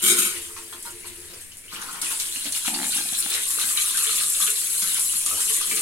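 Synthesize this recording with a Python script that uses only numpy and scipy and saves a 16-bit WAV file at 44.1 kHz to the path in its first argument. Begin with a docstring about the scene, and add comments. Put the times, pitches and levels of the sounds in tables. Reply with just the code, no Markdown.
"""A new plastic tap is opened over a ceramic basin in a small tiled bathroom with a faint low hum.
First, trapped air spits out: torn noise excites pipe and nozzle resonances, and an air column sounds.
The water thins to a dribble, then builds to a jet: patter noise sizzles, bubbles splash and gurgle.
The tap judders in small ticks and short hollow swells; as it opens further, water washes over the bowl.
The full jet drums on the bowl, with slaps, plops and glugs; late on, one soft, low rub is heard."""
import sys
import numpy as np
from scipy import signal
from scipy.fft import rfft, irfft, next_fast_len
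from scipy.io import wavfile
from scipy.ndimage import uniform_filter1d

SR = 44100
rng = np.random.default_rng(int(sys.argv[2]) if len(sys.argv) > 2 else 0)


def unload_audio(sound):
    """Save the sound as a 16-bit wav file, at the path given as the first command line argument."""
    columns = np.transpose(np.atleast_2d(sound))
    # keep every value between -1 and 1, then stretch to whole-number steps
    steps = np.round(np.clip(columns, -1, 1) * 32767)
    wavfile.write(sys.argv[1], SR, steps.astype(np.int16))


N = 256220  # length in samples

# All levels in the tables are relative; the layers are weighted again where they are mixed.
# Spectrum of the room tone. Each row: frequency in Hz, density in dB per Hz.
AIR_SPECTRUM = [(20, 11), (40, -9), (70, 5.5), (100, -7), (130, -53), (300, -50), (700, -27.5), (2000, -6),
                (5000, -18.5)]
# Course of a low hum in the room. 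Each row: time in seconds, level in dB.
HUM_LEVEL = [(0.0, -44.5), (0.7, -53), (0.93, -45.5), (2.4, -55.5), (2.55, -50)]
# Spectrum of a soft rub. Each row: frequency in Hz, density in dB per Hz.
RUB_SPECTRUM = [(25, -12), (70, 9), (130, -11), (300, -1), (600, 2), (1000, -15), (2000, -38)]
# Reverberation of the tiled walls. Each row: frequency in Hz, time to decay by 60 dB in seconds.
TILE_DECAY = [(150, 0.39), (1000, 0.24), (4000, 0.17), (14000, 0.035)]
# Likeness of left and right. Each row: frequency in Hz, correlation as a plain number.
LIKENESS = [(30, .4), (120, .9), (400, .93), (750, .72), (1300, .4), (1900, .25), (3300, .22), (5200, .3),
            (6700, .15), (7100, .82), (8600, .95), (10200, .95), (11300, .38), (15000, .2)]
# Level difference of the sides. Each row: frequency in Hz, left minus right in dB.
SIDE_DIFFERENCE = [(250, .5), (800, .5), (2000, 3.2), (3900, 2.8), (4800, 0), (6000, 1.3), (9500, -.7),
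                   (10200, 2), (11200, 12), (12300, 11.5), (14000, 8), (15500, 9)]
# Lateness of the left side. Each row: frequency in Hz, lag in cycles.
LEFT_LAG = [(750, 0), (1300, .13), (2000, .25), (3300, .27), (4300, .47), (5400, .53), (6200, .9),
            (7000, 1)]
TOP_HZ = 15900  # band limit

# Puffs of trapped air leaving the spout. Each row: start in seconds, length in seconds,
# hiss level in dB, pipe level in dB, thump level in dB.
AIR_PUFFS = [(0.018, 0.037, -22, -28.5, -35.5), (0.054, 0.033, -16, -24, -52),
             (0.092, 0.025, -20, -26, -27), (0.16, 0.025, -24, -27.5, -46),
             (0.18, 0.0055, -17, -24.5, -33.5), (0.21, 0.053, -25, -30, -42), (0.27, 0.04, -37, -40, -46)]
PUFF_ATTACK_S, PUFF_RELEASE_S, THUMP_LAG_S = 0.0051, 0.035, 0.004  # the low modes answer late
# Spectrum of the spitting. Each row: frequency in Hz, density in dB per Hz.
SPIT_SPECTRUM = [(700, -46), (1000, -19), (3300, -8), (5500, -14), (7000, -3), (8600, -4), (10500, 2),
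                 (12000, 1), (13500, -6.5), (15800, -15)]
# Resonances of the air in the pipe. Each row: frequency in Hz, width in Hz, level in dB.
PIPE_MODES = [(1065, 60, -4), (1258, 30, 1), (1335, 35, 3.5), (1480, 37, 6.5), (2240, 50, 6.5),
              (2335, 70, 2), (2900, 90, -2), (3160, 64, 6.5), (3310, 130, 1), (3800, 200, 1.5),
              (4030, 120, -2), (4350, 90, -3), (4970, 60, -5), (5500, 160, -4)]
# Resonances of the nozzle's whistling mouth. Each row: frequency in Hz, width in Hz, level in dB.
NOZZLE_MODES = [(6570, 290, -4.5), (6820, 45, 7), (7610, 53, 4), (8240, 290, 4.5), (9000, 720, 3.5),
                (9380, 86, 6), (9730, 250, -1), (10730, 150, 2), (11100, 330, -3), (12800, 150, -22),
                (13400, 60, -20)]
# Low modes of pipe and basin. Each row: frequency in Hz, width in Hz, level in dB.
THUMP_MODES = [(157, 29, -4), (218, 97, -3), (330, 76, -1), (420, 91, -2.5), (555, 65, -18)]
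COLUMN_HZ, COLUMN_DB, COLUMN_WAVER = 356, -6, 0.009  # mean pitch, level, rms waver as a share of pitch
# Big air pockets, first in the pipe, later in the drain. Each row: start in seconds, peak level in dB,
# starting pitch in Hz, time to peak in seconds, pitch glide in octaves per second.
AIR_GLUGS = [(0.032, -36, 206, 0.006, 1), (0.057, -36, 225, .01, -5), (0.103, -37.5, 228, 0.014, -9.5),
             (0.137, -40, 215, 0.0057, -6), (0.187, -35, 204, 0.0051, 5), (3.576, -37.5, 435, 0.0027, 6),
             (3.634, -45, 215, 0.01, -1), (4.055, -44.5, 430, 0.026, 1.5), (4.42, -45.5, 212, 0.012, 1),
             (4.479, -40, 423, 0.011, 2.5), (4.82, -42, 221, 0.0098, -9), (5.145, -49, 188, 0.012, -11),
             (5.483, -47, 422, 0.027, 1.5), (5.715, -40.5, 424, 0.02, 2)]

# Runs in which the turned tap sticks and slips. Each row: start in seconds, number of jolts,
# jolts per second, body level in dB, tick level in dB.
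JUDDER_RUNS = [(2.681, 1, 50, -30.5, -20), (2.7, 3, 78, -34, -46), (2.7364, 3, 93, -33.5, -35),
               (2.7725, 1, 50, -33, -27), (2.7894, 2, 83, -33.5, -23.5), (2.816, 2, 63, -30.5, -23),
               (2.8443, 1, 50, -39, -20), (2.857, 3, 60, -38, -44), (2.962, 3, 47, -35.5, -45),
               (3.055, 1, 50, -39, -48), (3.126, 1, 50, -37.5, -42), (3.183, 1, 50, -46, -50),
               (3.2623, 1, 50, -37, -24)]
# Modes of the tap's hollow body, swelling after each jolt. Each row: frequency in Hz before scatter
# and sag, level in dB, delay in seconds, width in seconds.
TAP_MODES = [(268, -1.8, .0018, .0033), (325, -16, .009, .008), (190, -15, .003, .005),
             (840, -2, .004, .0022), (640, -14, .006, .002)]
JOLT_SCATTER_S, JOLT_SCATTER_DB, JOLT_PITCH_SCATTER = .0007, 1.3, .045  # rms; pitch as a share
TICK_HZ, TICK_WIDTH_S, SAG_OCTAVES_PER_S = 1750, .0003, .15  # the slip itself; the body's sinking pitch
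JOLT_ROOM_DB = -11  # the tap is close, so its jolts stay dry

# Spectrum of water sheeting over the glaze. Each row: frequency in Hz, density in dB per Hz.
WASH_SPECTRUM = [(150, -21), (300, -10), (600, -6.5), (1100, -4), (1700, 1.5), (2800, 3.5), (3700, 0),
                 (5000, -27)]
# Slugs of water hitting the glaze. Each row: start in seconds, crack level in dB,
# low splash in dB against the crack's level.
WATER_SLAPS = [(0.566, -37, -4), (0.728, -47, -5), (0.826, -20, -22), (0.853, -45, -8), (1.045, -49, -9),
               (1.519, -43, 3), (1.57, -26.5, -30), (1.638, -43, -3), (1.712, -37, -5), (1.815, -22.5, -7),
               (1.911, -24, -24), (1.954, -35, -6), (2.016, -9, -12.5), (2.045, -24, -4), (2.199, -11, -8),
               (2.36, -29, -2), (2.523, -11.5, -14), (3.132, -25, -5), (3.33, -18, -12), (3.434, -12, -27),
               (3.506, -10, -14), (3.972, -9.5, -12.5), (4.226, -24, -24), (4.401, -10, -16),
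               (4.503, -7.5, -33), (4.736, -20, -20), (4.821, -11, -10), (4.995, -8, -24),
               (5.262, -6.5, -18), (5.405, -8.5, -16), (5.454, -24, -18), (5.494, -8, -23),
               (5.613, -13, -10), (5.762, -11.5, -12)]
# Air pockets closing in the pool and at the drain. Each row: start in seconds, level in dB before
# scatter, pitch in Hz before a small common lowering and the rise.
AIR_PLOPS = [(1.519, -25, 2980), (1.64, -28, 2340), (1.681, -21, 3000), (2.046, -12, 2850),
             (2.36, -12, 2890), (2.925, -21, 1510), (2.977, -16.5, 1580), (3.133, -5.5, 3500),
             (3.434, -11.5, 3620), (3.634, -20, 1560), (3.762, -27, 1200), (3.842, -21, 1250),
             (3.9464, -20, 1570), (3.977, -21, 1310), (4.028, -18, 1230), (4.094, -18, 1290),
             (4.181, -20, 2150), (4.212, -20.5, 1274), (4.4025, -16, 1170), (4.428, -21, 1250),
             (4.8214, -20.5, 1242), (5.262, -18.5, 1237), (5.311, -18.5, 1275), (5.3779, -24.5, 960),
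             (5.4048, -24, 1250), (5.51, -38, 1280), (5.6114, -18.5, 1220), (5.71, -28, 1180),
             (5.771, -22, 1290)]

# The stream from dribble to full jet. Each row: time in seconds, spray on the glaze in dB,
# splash in the pool in dB.
STREAM_LEVELS = [(0, -37, -39), (0.35, -33, -39.5), (0.52, -39, -52), (1.05, -42, -51), (1.42, -44, -52.5),
                 (1.6, -47.5, -79), (1.7, -47.5, -49), (1.725, -41.5, -42), (2.012, -38, -50.5),
                 (2.04, -29.5, -37.5), (2.3, -30.5, -40), (2.48, -31, -40.5), (2.8, -29.5, -40.5),
                 (3.3, -28, -36), (3.47, -27, -39.5), (3.6, -25, -36.5), (3.85, -23.5, -35.5),
                 (3.92, -26.5, -33.5), (4.0, -24, -34.5), (4.3, -23.5, -39), (4.55, -25, -39.5),
                 (4.7, -23.5, -39), (5.3, -24.5, -39.5), (5.55, -22.5, -37), (5.63, -27, -37),
                 (5.81, -23, -38)]
# Gulps, when the stream drags air into the pool and drums on the bowl. 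Each row: start in seconds,
# length in seconds, splash level in dB, gurgle level in dB, drumming level in dB.
AIR_GULPS = [(0.485, 0.024, -67, -42, -67), (0.562, 0.031, -43.5, -36.5, -72),
             (0.724, 0.012, -41.5, -29.5, -53), (0.851, 0.025, -47, -34.5, -55),
             (1.045, 0.013, -45, -39, -58), (1.3, 0.04, -67, -55, -54.5), (1.72, 0.28, -52, -37.5, -55.5),
             (1.812, 0.026, -51, -34, -60), (1.875, 0.027, -55, -34, -62), (1.945, 0.025, -49, -33, -56),
             (2.02, 0.015, -35.5, -30.5, -51), (2.1, 0.03, -43, -32.5, -48.5),
             (2.445, 0.023, -34, -55, -46), (2.545, 0.029, -32, -38.5, -70),
             (2.648, 0.044, -31.5, -33.5, -68), (2.738, 0.012, -28.5, -30, -66),
             (2.82, 0.05, -37, -40, -46), (2.905, 0.1, -34.5, -43.5, -54), (3.13, 0.025, -35, -62, -66),
             (3.29, 0.075, -34.5, -43, -56), (3.585, 0.042, -32, -31.5, -50),
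             (3.64, 0.019, -49.5, -35.5, -62), (3.68, 0.044, -34.5, -38, -75),
             (3.77, 0.019, -27.5, -34.5, -67), (3.96, 0.12, -34.5, -38, -73), (4.07, 0.17, -33, -41, -56),
             (4.345, 0.018, -33.5, -54, -68), (4.402, 0.033, -30.5, -33, -53),
             (4.465, 0.018, -28, -30.5, -53), (4.555, 0.019, -33.5, -52, -69), (4.815, 0.11, -36, -41, -60),
             (4.94, 0.054, -35.5, -37, -73), (5.125, 0.031, -39, -38.5, -63), (5.26, 0.074, -38, -49, -58),
             (5.37, 0.041, -36.5, -36, -70), (5.48, 0.088, -37.5, -37, -73),
             (5.705, 0.014, -29.5, -38, -47), (5.765, 0.023, -31, -47, -49)]
GULP_ATTACK_S, GULP_RELEASE_S = 0.00053, 0.0025
DRUM_LAG_S = 0.0068  # the bowl answers a gulp a little later
DRUM_DB, DRUM_KNEE_DB = -58, -45  # steady drumming; it fades once the spray is weaker than the knee
# Spectrum of drumming on the bowl. Each row: frequency in Hz, density in dB per Hz.
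BOWL_SPECTRUM = [(90, -40), (130, -8), (180, -3), (260, -4), (330, -5), (450, -9.5), (560, -7.5),
                 (750, -15), (1100, -14.5)]
# Ringing modes of the bowl. Each row: frequency in Hz, width in Hz, level in dB.
BOWL_RESONANCES = [(343.6, 8.4, 4), (439, 25, -1), (520, 29, -30)]
# Course of the bowl's ringing. Each row: time in seconds, level in dB.
BOWL_RING_LEVEL = [(0.35, -50), (0.9, -53), (1.38, -51.5), (1.48, -88), (1.68, -56), (1.75, -55.5),
                   (2.55, -58.5), (2.62, -72), (3.3, -57), (5.1, -59.5), (5.8, -44.5)]
# Spectrum of the full stream's splash. Each row: frequency in Hz, density in dB per Hz.
SPLASH_SPECTRUM = [(940, -23), (1600, -2.5), (2050, -3.5), (2900, 0), (3700, 2), (4200, 6), (4700, 1.5),
                   (5500, 3.5), (6200, 9), (7300, 6.5), (10000, -60)]
# Duller splash of a thin stream. Each row: frequency in Hz, density in dB per Hz.
DRIBBLE_SPECTRUM = [(940, -19), (1600, -1), (2100, -1), (2900, -0.5), (3500, -2.5), (4300, 0), (5500, 1),
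                    (6200, 5.5), (7300, -10), (10000, -60)]
# Spectrum of the gurgle. Each row: frequency in Hz, density in dB per Hz.
GURGLE_SPECTRUM = [(550, -40), (780, -22), (900, -8), (1020, -2.5), (1230, 0), (1550, -3), (1900, -12),
                   (2600, -35)]
# Resonances of the nearly empty drain. Each row: frequency in Hz, width in Hz, level in dB.
DRAIN_MODES = [(925, 70, 3), (1080, 100, 1), (1350, 200, -4)]
GURGLE_DB = -6  # envelope of the steady gurgle against that of the steady splash
# Spurts of the jet. Each row: start in seconds, length in seconds, level in dB against the steady spray.
JET_SPURTS = [(0.825, 0.086, -0.5), (1.06, 0.023, 6.5), (1.4, 0.013, 7), (1.568, 0.014, 5.5),
              (1.725, 0.011, 6), (1.91, 0.023, 0), (2.1, 0.011, 6), (2.195, 0.052, -4), (2.535, 0.037, 5.5),
              (2.652, 0.027, 6.5), (2.84, 0.11, -1), (2.94, 0.049, 3.5), (3.17, 0.031, 4), (3.33, 0.024, 2),
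              (3.51, 0.024, 0), (3.59, 0.02, 1), (3.795, 0.026, -2), (3.972, 0.077, -4),
              (4.215, 0.012, -0.5), (4.4, 0.044, 3.5), (4.48, 0.018, -3), (5.395, 0.019, -1),
              (5.535, 0.021, -1)]
SPURT_ATTACK_S, SPURT_RELEASE_S = 0.0068, 0.022
# Spectrum of the sizzling spray. Each row: frequency in Hz, density in dB per Hz.
SPRAY_SPECTRUM = [(3500, -39.5), (5000, -16), (6000, -11), (7400, -0.5), (8700, 3), (10000, 4),
                  (11100, 1.5), (12500, -10.5), (14000, -15), (15800, -30)]
# Spectrum of the finest droplets. Each row: frequency in Hz, density in dB per Hz.
MIST_SPECTRUM = [(9000, -21.5), (11000, -44), (12000, 6), (13300, 2.5), (14500, -10), (15800, 2)]


def amp(db):
    """The amplitude ratio is ten to the power of a twentieth of the decibels."""
    return 10 ** (np.asarray(db) / 20)


def unit(x):
    """Normalisation divides a signal by its rms."""
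    return x / np.sqrt(np.mean(x ** 2) + 1e-20)


def along(points, hz):
    """Interpolation of (Hz, value) points on a logarithmic frequency axis."""
    f, v = np.transpose(points)
    return np.interp(np.log(hz + 1), np.log(f + 1), v)


def levels(rows, fade=.04):
    """A gain curve for each dB column, decaying exponentially outside the rows' span."""
    s, *columns = np.transpose(rows)
    t = np.arange(N) / SR
    outside = np.abs(t - np.clip(t, s[0], s[-1]))
    return [amp(np.interp(t, s, column)) * np.exp(-outside / fade) for column in columns]


def swells(rows, attack, release, lag=0):
    """Event envelopes for each dB column: they rise, hold and decay, and overlaps add in power."""
    t = np.arange(SR) / SR
    power = np.zeros((len(rows[0]) - 2, N))
    for s, length, *db in rows:
        shape = (1 - np.exp(-t / attack)) * np.exp(-np.maximum(t - length, 0) / release)
        add(power, s + lag, (amp(db)[:, None] * shape) ** 2)
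    return np.sqrt(power)


def filtered(x, response):
    """Linear filtering multiplies the spectrum by a frequency response."""
    m = next_fast_len(N + SR // 2)
    return irfft(rfft(x, m) * response(np.fft.rfftfreq(m, 1 / SR)), m)[..., :N]


def colour(points):
    """Spectral colouring: the response of a (Hz, dB) spectrum."""
    return lambda hz: amp(along(points, hz))


def resonances(modes):
    """Modal superposition: damped resonators of alternating sign, given as (Hz, width, dB)."""
    def response(f):
        total = 0
        for k, (centre, width, db) in enumerate(modes):
            damping = 1j * f * width
            total = total + (-1) ** k * amp(db) * damping / (centre * centre - f * f + damping)
        return total
    return response


def stereo(pair, response):
    """Partial correlation: two unrelated signals blend into left and right; their mean has rms 1."""
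    def mid_side(hz):
        turn = np.arccos(np.clip(along(LIKENESS, hz), -.95, .98)) / 2
        return response(hz) * np.array([np.ones_like(hz), np.tan(turn)])
    mid, side = filtered(pair, mid_side)
    return np.array([mid + side, mid - side]) / np.std(mid)


def noise():
    """Two uncorrelated white noises."""
    return rng.standard_normal((2, N))


def patter(rate, life, bed):
    """Shot process: random impacts per second, each decaying over life seconds, on an even bed."""
    hits = (rng.random(N) < rate / SR) * rng.exponential(size=N)
    power = signal.lfilter([1], [1, -np.exp(-2 / (life * SR))], hits)
    return unit(np.sqrt(power / power.mean() + abs(bed)))


def sputter(rate, unevenness, life, bed):
    """Nearly periodic relaxation: slugs start abruptly and decay over life seconds, on an even bed."""
    gaps = np.exp(unevenness * rng.standard_normal(N // 100)) / rate
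    starts = np.cumsum(gaps) - gaps[0]
    t = np.arange(N) / SR
    age = t - starts[np.searchsorted(starts, t, side="right") - 1]
    return unit(np.exp(-age / life) + bed)


def patchy(x, depth_db, size):
    """Time-varying filtering: random colour drifts in patches of size (bins, frames)."""
    z = signal.stft(x, nperseg=256)[2]
    field = rng.standard_normal(z.shape[1:])
    for axis in (0, 1, 1):  # smoothed twice in time
        field = uniform_filter1d(field, size[axis], axis)
    return signal.istft(z * amp(depth_db * unit(field)), nperseg=256)[1][:, :N]


def add(track, s, sound):
    """Superposition of a sound on a track from time s."""
    start = max(round(s * SR), 0)
    part = track[..., start:start + sound.shape[-1]]
    part += sound[..., :part.shape[-1]]


def bell(t, centre, width):
    """A Gaussian envelope."""
    return np.exp(-.5 * ((t - centre) / width) ** 2)


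def bubble(t, hz, cycles, rise):
    """Bubble resonance: a damped ring whose pitch rises as the bubble nears the surface."""
    age = t * hz / cycles
    ring = np.sin(2 * np.pi * hz * t * (1 + rise * np.minimum(age, 10) / 2))
    return ring * np.exp(-age) * (1 - np.exp(-2 * t * hz))


def froth(centre_hz, octaves, spread_db, cycles, count):
    """A population of bubbles of random pitch and size, reaching the two sides at different strengths."""
    t = np.arange(SR // 100) / SR
    pitch, size, left, right = np.clip(rng.standard_normal((count, 4)), -2, 2).T[..., None]
    rings = amp(spread_db * size) * bubble(t, centre_hz * 2 ** (octaves * pitch), cycles, rise=.01)
    at = rng.integers(0, N, (count, 1)) + np.arange(len(t))
    sides = [np.bincount(at.ravel(), (rings * gain).ravel(), N)[:N] for gain in (left, right)]
    return unit(np.array(sides))


def room_tone(hum_hz=87, width_hz=7):
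    """Narrow-band noise wavers as a faint low hum within the broadband noise of still air."""
    hum, = levels(HUM_LEVEL, fade=0.3)
    air = stereo(noise(), colour(AIR_SPECTRUM))
    tone = stereo(noise(), resonances([(hum_hz, width_hz, 0)]))
    return amp(-52.5) * air + amp(-11) * hum * tone


def tiled_room(x):
    """Reverberation: convolution with decaying noise, a new echo pattern for each third of a second."""
    out, step = np.zeros((2, N)), SR // 3
    for start in range(0, N, step):
        hz, t, (a, b) = signal.stft(rng.standard_normal((2, SR // 2)), SR, nperseg=256)
        alike = np.clip(along(LIKENESS, hz), -1, 1)[:, None]
        sides = np.array([a, alike * a + np.sqrt(1 - alike ** 2) * b])
        decay = amp(-60 * t / along(TILE_DECAY, hz)[:, None])
        tail = signal.istft(sides * decay, SR, nperseg=256)[1]
        tail = tail / np.linalg.norm(tail[0])
        add(out, start / SR + .004, signal.fftconvolve(x[:, start:start + step], tail, axes=1))
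    return out


def rub(s=5.348, width=0.03, db=-43):
    """Friction noise: one soft, low rub under a Gaussian swell."""
    return amp(db) * bell(np.arange(N) / SR, s, width) * stereo(noise(), colour(RUB_SPECTRUM))


def air_column():
    """Impulsive excitation: each puff thumps the pipe and briefly sounds its wavering air column."""
    thump = swells(AIR_PUFFS, PUFF_ATTACK_S, PUFF_RELEASE_S, THUMP_LAG_S)[2]
    waver = unit(uniform_filter1d(rng.standard_normal(N), SR // 50))
    phase = 2 * np.pi * np.cumsum(COLUMN_HZ * (1 + COLUMN_WAVER * waver)) / SR
    note = np.sqrt(2) * np.sin(phase)
    return thump * (amp(COLUMN_DB) * note + amp(-8.5) * stereo(noise(), resonances(THUMP_MODES)))


def gush():
    """Forced resonance: compressed air tears the first water into slugs that ring pipe and nozzle."""
    hiss, pipe, _ = swells(AIR_PUFFS, PUFF_ATTACK_S, PUFF_RELEASE_S)
    slugs = sputter(rate=85, unevenness=.4, life=.003, bed=.3)
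    tearing = unit(np.sqrt(slugs))
    spit = stereo(patchy(noise() * tearing, depth_db=5, size=(2, 30)), colour(SPIT_SPECTRUM))
    blows = patchy(noise() * unit(slugs ** 2), depth_db=2.5, size=(3, 10))
    low_ring = stereo(blows, resonances(PIPE_MODES))
    high_ring = stereo(noise() * tearing, resonances(NOZZLE_MODES))
    return amp(-4.5) * hiss * spit + amp(-7) * pipe * low_ring + amp(-2.0) * hiss * high_ring


def glugs():
    """Cavity oscillation: a big air pocket swells and fades while its pitch slides."""
    out, t = np.zeros(N), np.arange(SR // 5) / SR
    for s, db, hz, peak_s, glide in AIR_GLUGS:
        phase = 2 * np.pi * np.cumsum(hz * 2 ** (glide * t)) / SR
        age = t / peak_s
        add(out, s, amp(db) * (age * np.exp(1 - age)) ** 2.4 * np.sin(phase))
    return out


def judder():
    """Stick-slip: runs of jolts, each a small tick and a short swell of the tap's hollow body."""
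    out, t = np.zeros(N), np.arange(-SR // 100, SR // 25) / SR

    def swell(hz, delay, width):
        return bell(t, delay, width) * np.sin(2 * np.pi * hz * t)

    for start, count, rate, body_db, tick_db in JUDDER_RUNS:
        for k in range(round(count)):
            late, force, detune = rng.standard_normal(3)  # no two jolts are alike
            s = start + k / rate + min(k, 1) * JOLT_SCATTER_S * late
            sag = 2 ** (-SAG_OCTAVES_PER_S * (s - JUDDER_RUNS[0][0]))  # sinks as the tap opens
            pitch = (1 + JOLT_PITCH_SCATTER * detune) * sag
            body = sum(amp(db) * swell(hz * pitch, delay, width) for hz, db, delay, width in TAP_MODES)
            tick = swell(TICK_HZ, 0, TICK_WIDTH_S)
            jolt = amp(body_db) * body + amp(tick_db) * tick
            add(out, s + t[0], amp(JOLT_SCATTER_DB * force) * jolt)
    return out


def surge(s=3.345, width=0.048, db=-38):
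    """Flow noise: a sheet of water washes across the bowl as the tap opens further."""
    swell = bell(np.arange(N) / SR, s, width)
    wash = noise() * patter(rate=250, life=.003, bed=0.55)
    return amp(db) * swell * stereo(wash, colour(WASH_SPECTRUM))


def slaps(life=0.0054, low_life=0.011):
    """Impact noise: each slug of water gives a bright crack and a slower-decaying low splash."""
    t = np.arange(SR // 8) / SR
    crack, splash = np.zeros((2, N))
    for s, db, low_db in WATER_SLAPS:
        add(crack, s, amp(db) * np.exp(-t / life))
        add(splash, s, amp(db + low_db) * np.exp(-t / low_life))
    bright = stereo(noise(), colour(SPRAY_SPECTRUM))
    low = stereo(noise(), colour(SPLASH_SPECTRUM)) + amp(-18.5) * stereo(noise(), colour(GURGLE_SPECTRUM))
    return amp(-11) * crack * bright + amp(-8) * splash * low


def plops():
    """Bubble resonance: larger air pockets pinch off in the pool and at the drain."""
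    out, t = np.zeros((2, N)), np.arange(SR // 20) / SR
    for s, db, hz in AIR_PLOPS:
        gain = amp(db - 12.5 + rng.normal(0, 2.4, (2, 1)))  # scattered on each side
        add(out, s, gain * bubble(t, hz * .95, cycles=8.4, rise=0.065))
    return out


def bowl():
    """Forced vibration: water drums on the bowl, harder with gulps, and keeps its low modes sounding."""
    spray = levels(STREAM_LEVELS)[0]
    gulps = swells(AIR_GULPS, GULP_ATTACK_S, GULP_RELEASE_S, DRUM_LAG_S)[2]
    steady = amp(DRUM_DB) * spray / np.hypot(spray, amp(DRUM_KNEE_DB))
    ring, = levels(BOWL_RING_LEVEL, fade=1.0)
    blows = noise() * patter(rate=100, life=0.0059, bed=0.26)
    drumming = np.hypot(steady, gulps) * stereo(blows, colour(BOWL_SPECTRUM))
    return amp(4.0) * drumming + amp(-7.0) * ring * stereo(noise(), resonances(BOWL_RESONANCES))


def pool(spectrum_scale=0.92):
    """Bubble acoustics: film and drain fizz and gurgle; the dribble is duller, its gurgle slightly higher."""
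    steady = levels(STREAM_LEVELS)[1]
    gulp_splash, gulp_gurgle, _ = swells(AIR_GULPS, GULP_ATTACK_S, GULP_RELEASE_S)
    splash = np.hypot(steady, gulp_splash)
    gurgle = np.hypot(amp(GURGLE_DB) * steady, gulp_gurgle)
    fizz = noise() * patter(rate=400, life=.002, bed=.4)
    fizz = fizz + froth(3000, .5, spread_db=3.5, cycles=2, count=5000)
    film = patchy(fizz, depth_db=1.5, size=(2, 10))
    film = film + amp(-1) * froth(3400, .3, spread_db=3.5, cycles=7, count=1100)
    drain = noise() * patter(rate=110, life=.003, bed=.8)
    drain = drain + amp(-3) * froth(1318, .33, spread_db=1, cycles=3.5, count=1500)
    t = np.arange(N) / SR
    strong = np.interp(t, [2.1, 3.6], [0, 1])  # share of the full jet
    joined = np.interp(t, [1.9, 2.4], [0, 1])  # share of the stream that falls unbroken
    # a scale below 1 shifts the spectrum upward
    shifted = stereo(drain, lambda hz: colour(GURGLE_SPECTRUM)(hz * spectrum_scale))
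    early = amp(-2.5) * shifted + amp(-2.5) * stereo(noise(), resonances(DRAIN_MODES))
    gurgling = (1 - strong) * early + strong * stereo(drain, colour(GURGLE_SPECTRUM))
    dull = amp(-0.5) * stereo(film, colour(DRIBBLE_SPECTRUM))
    splashing = (1 - joined) * dull + joined * stereo(film, colour(SPLASH_SPECTRUM))
    return amp(-3.0) * splash * splashing + amp(-11.5) * gurgle * gurgling


def jet():
    """Random impacts: droplets sizzle on the glaze, the finest of them as a high mist."""
    spurts, = swells(JET_SPURTS, SPURT_ATTACK_S, SPURT_RELEASE_S)
    spray = levels(STREAM_LEVELS)[0] * np.hypot(1, spurts)
    lumps = patter(rate=220, life=0.0066, bed=7.3)  # the jet arrives in lumps
    droplets = patter(rate=950, life=0.0027, bed=1.0)
    fine_droplets = patter(rate=770, life=0.0059, bed=0.7)
    sizzle = patchy(noise() * lumps * droplets, depth_db=2.06, size=(4, 7))
    mist = patchy(noise() * lumps * fine_droplets, depth_db=6.5, size=(3, 9))
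    sizzle = amp(-2.0) * stereo(sizzle, colour(SPRAY_SPECTRUM))
    return spray * (sizzle + amp(-15.0) * stereo(mist, colour(MIST_SPECTRUM)))


def scene():
    """Superposition of tap, water and basin with the bathroom's reverberation."""
    water = gush() + jet() + pool() + surge() + bowl() + slaps() + plops()
    plumbing, jolts = air_column() + glugs(), judder()
    room = amp(-2.5) * tiled_room(water + amp(-5.0) * plumbing + amp(JOLT_ROOM_DB) * jolts)
    return water + plumbing + jolts + room + rub() + room_tone()


def record(dry):
    """Interaural difference: the left lags, mostly with more treble, at equal summed level; band-limited."""
    def response(hz):
        lean = amp(np.outer([.5, -.5], along(SIDE_DIFFERENCE, hz)))
        alike = along(LIKENESS, hz)
        phase = 2 * np.pi * along(LEFT_LAG, hz)
        # the lag weakens the sum of the sides; dividing by this restores it
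        summed = lean.mean(axis=0) * np.sqrt((1 + alike * np.cos(phase)) / (1 + alike))
        return lean * np.exp(-1j * np.outer([1, 0], phase)) / summed * (hz < TOP_HZ)
    return filtered(dry, response)


dry = scene()
out = record(dry)
unload_audio(out)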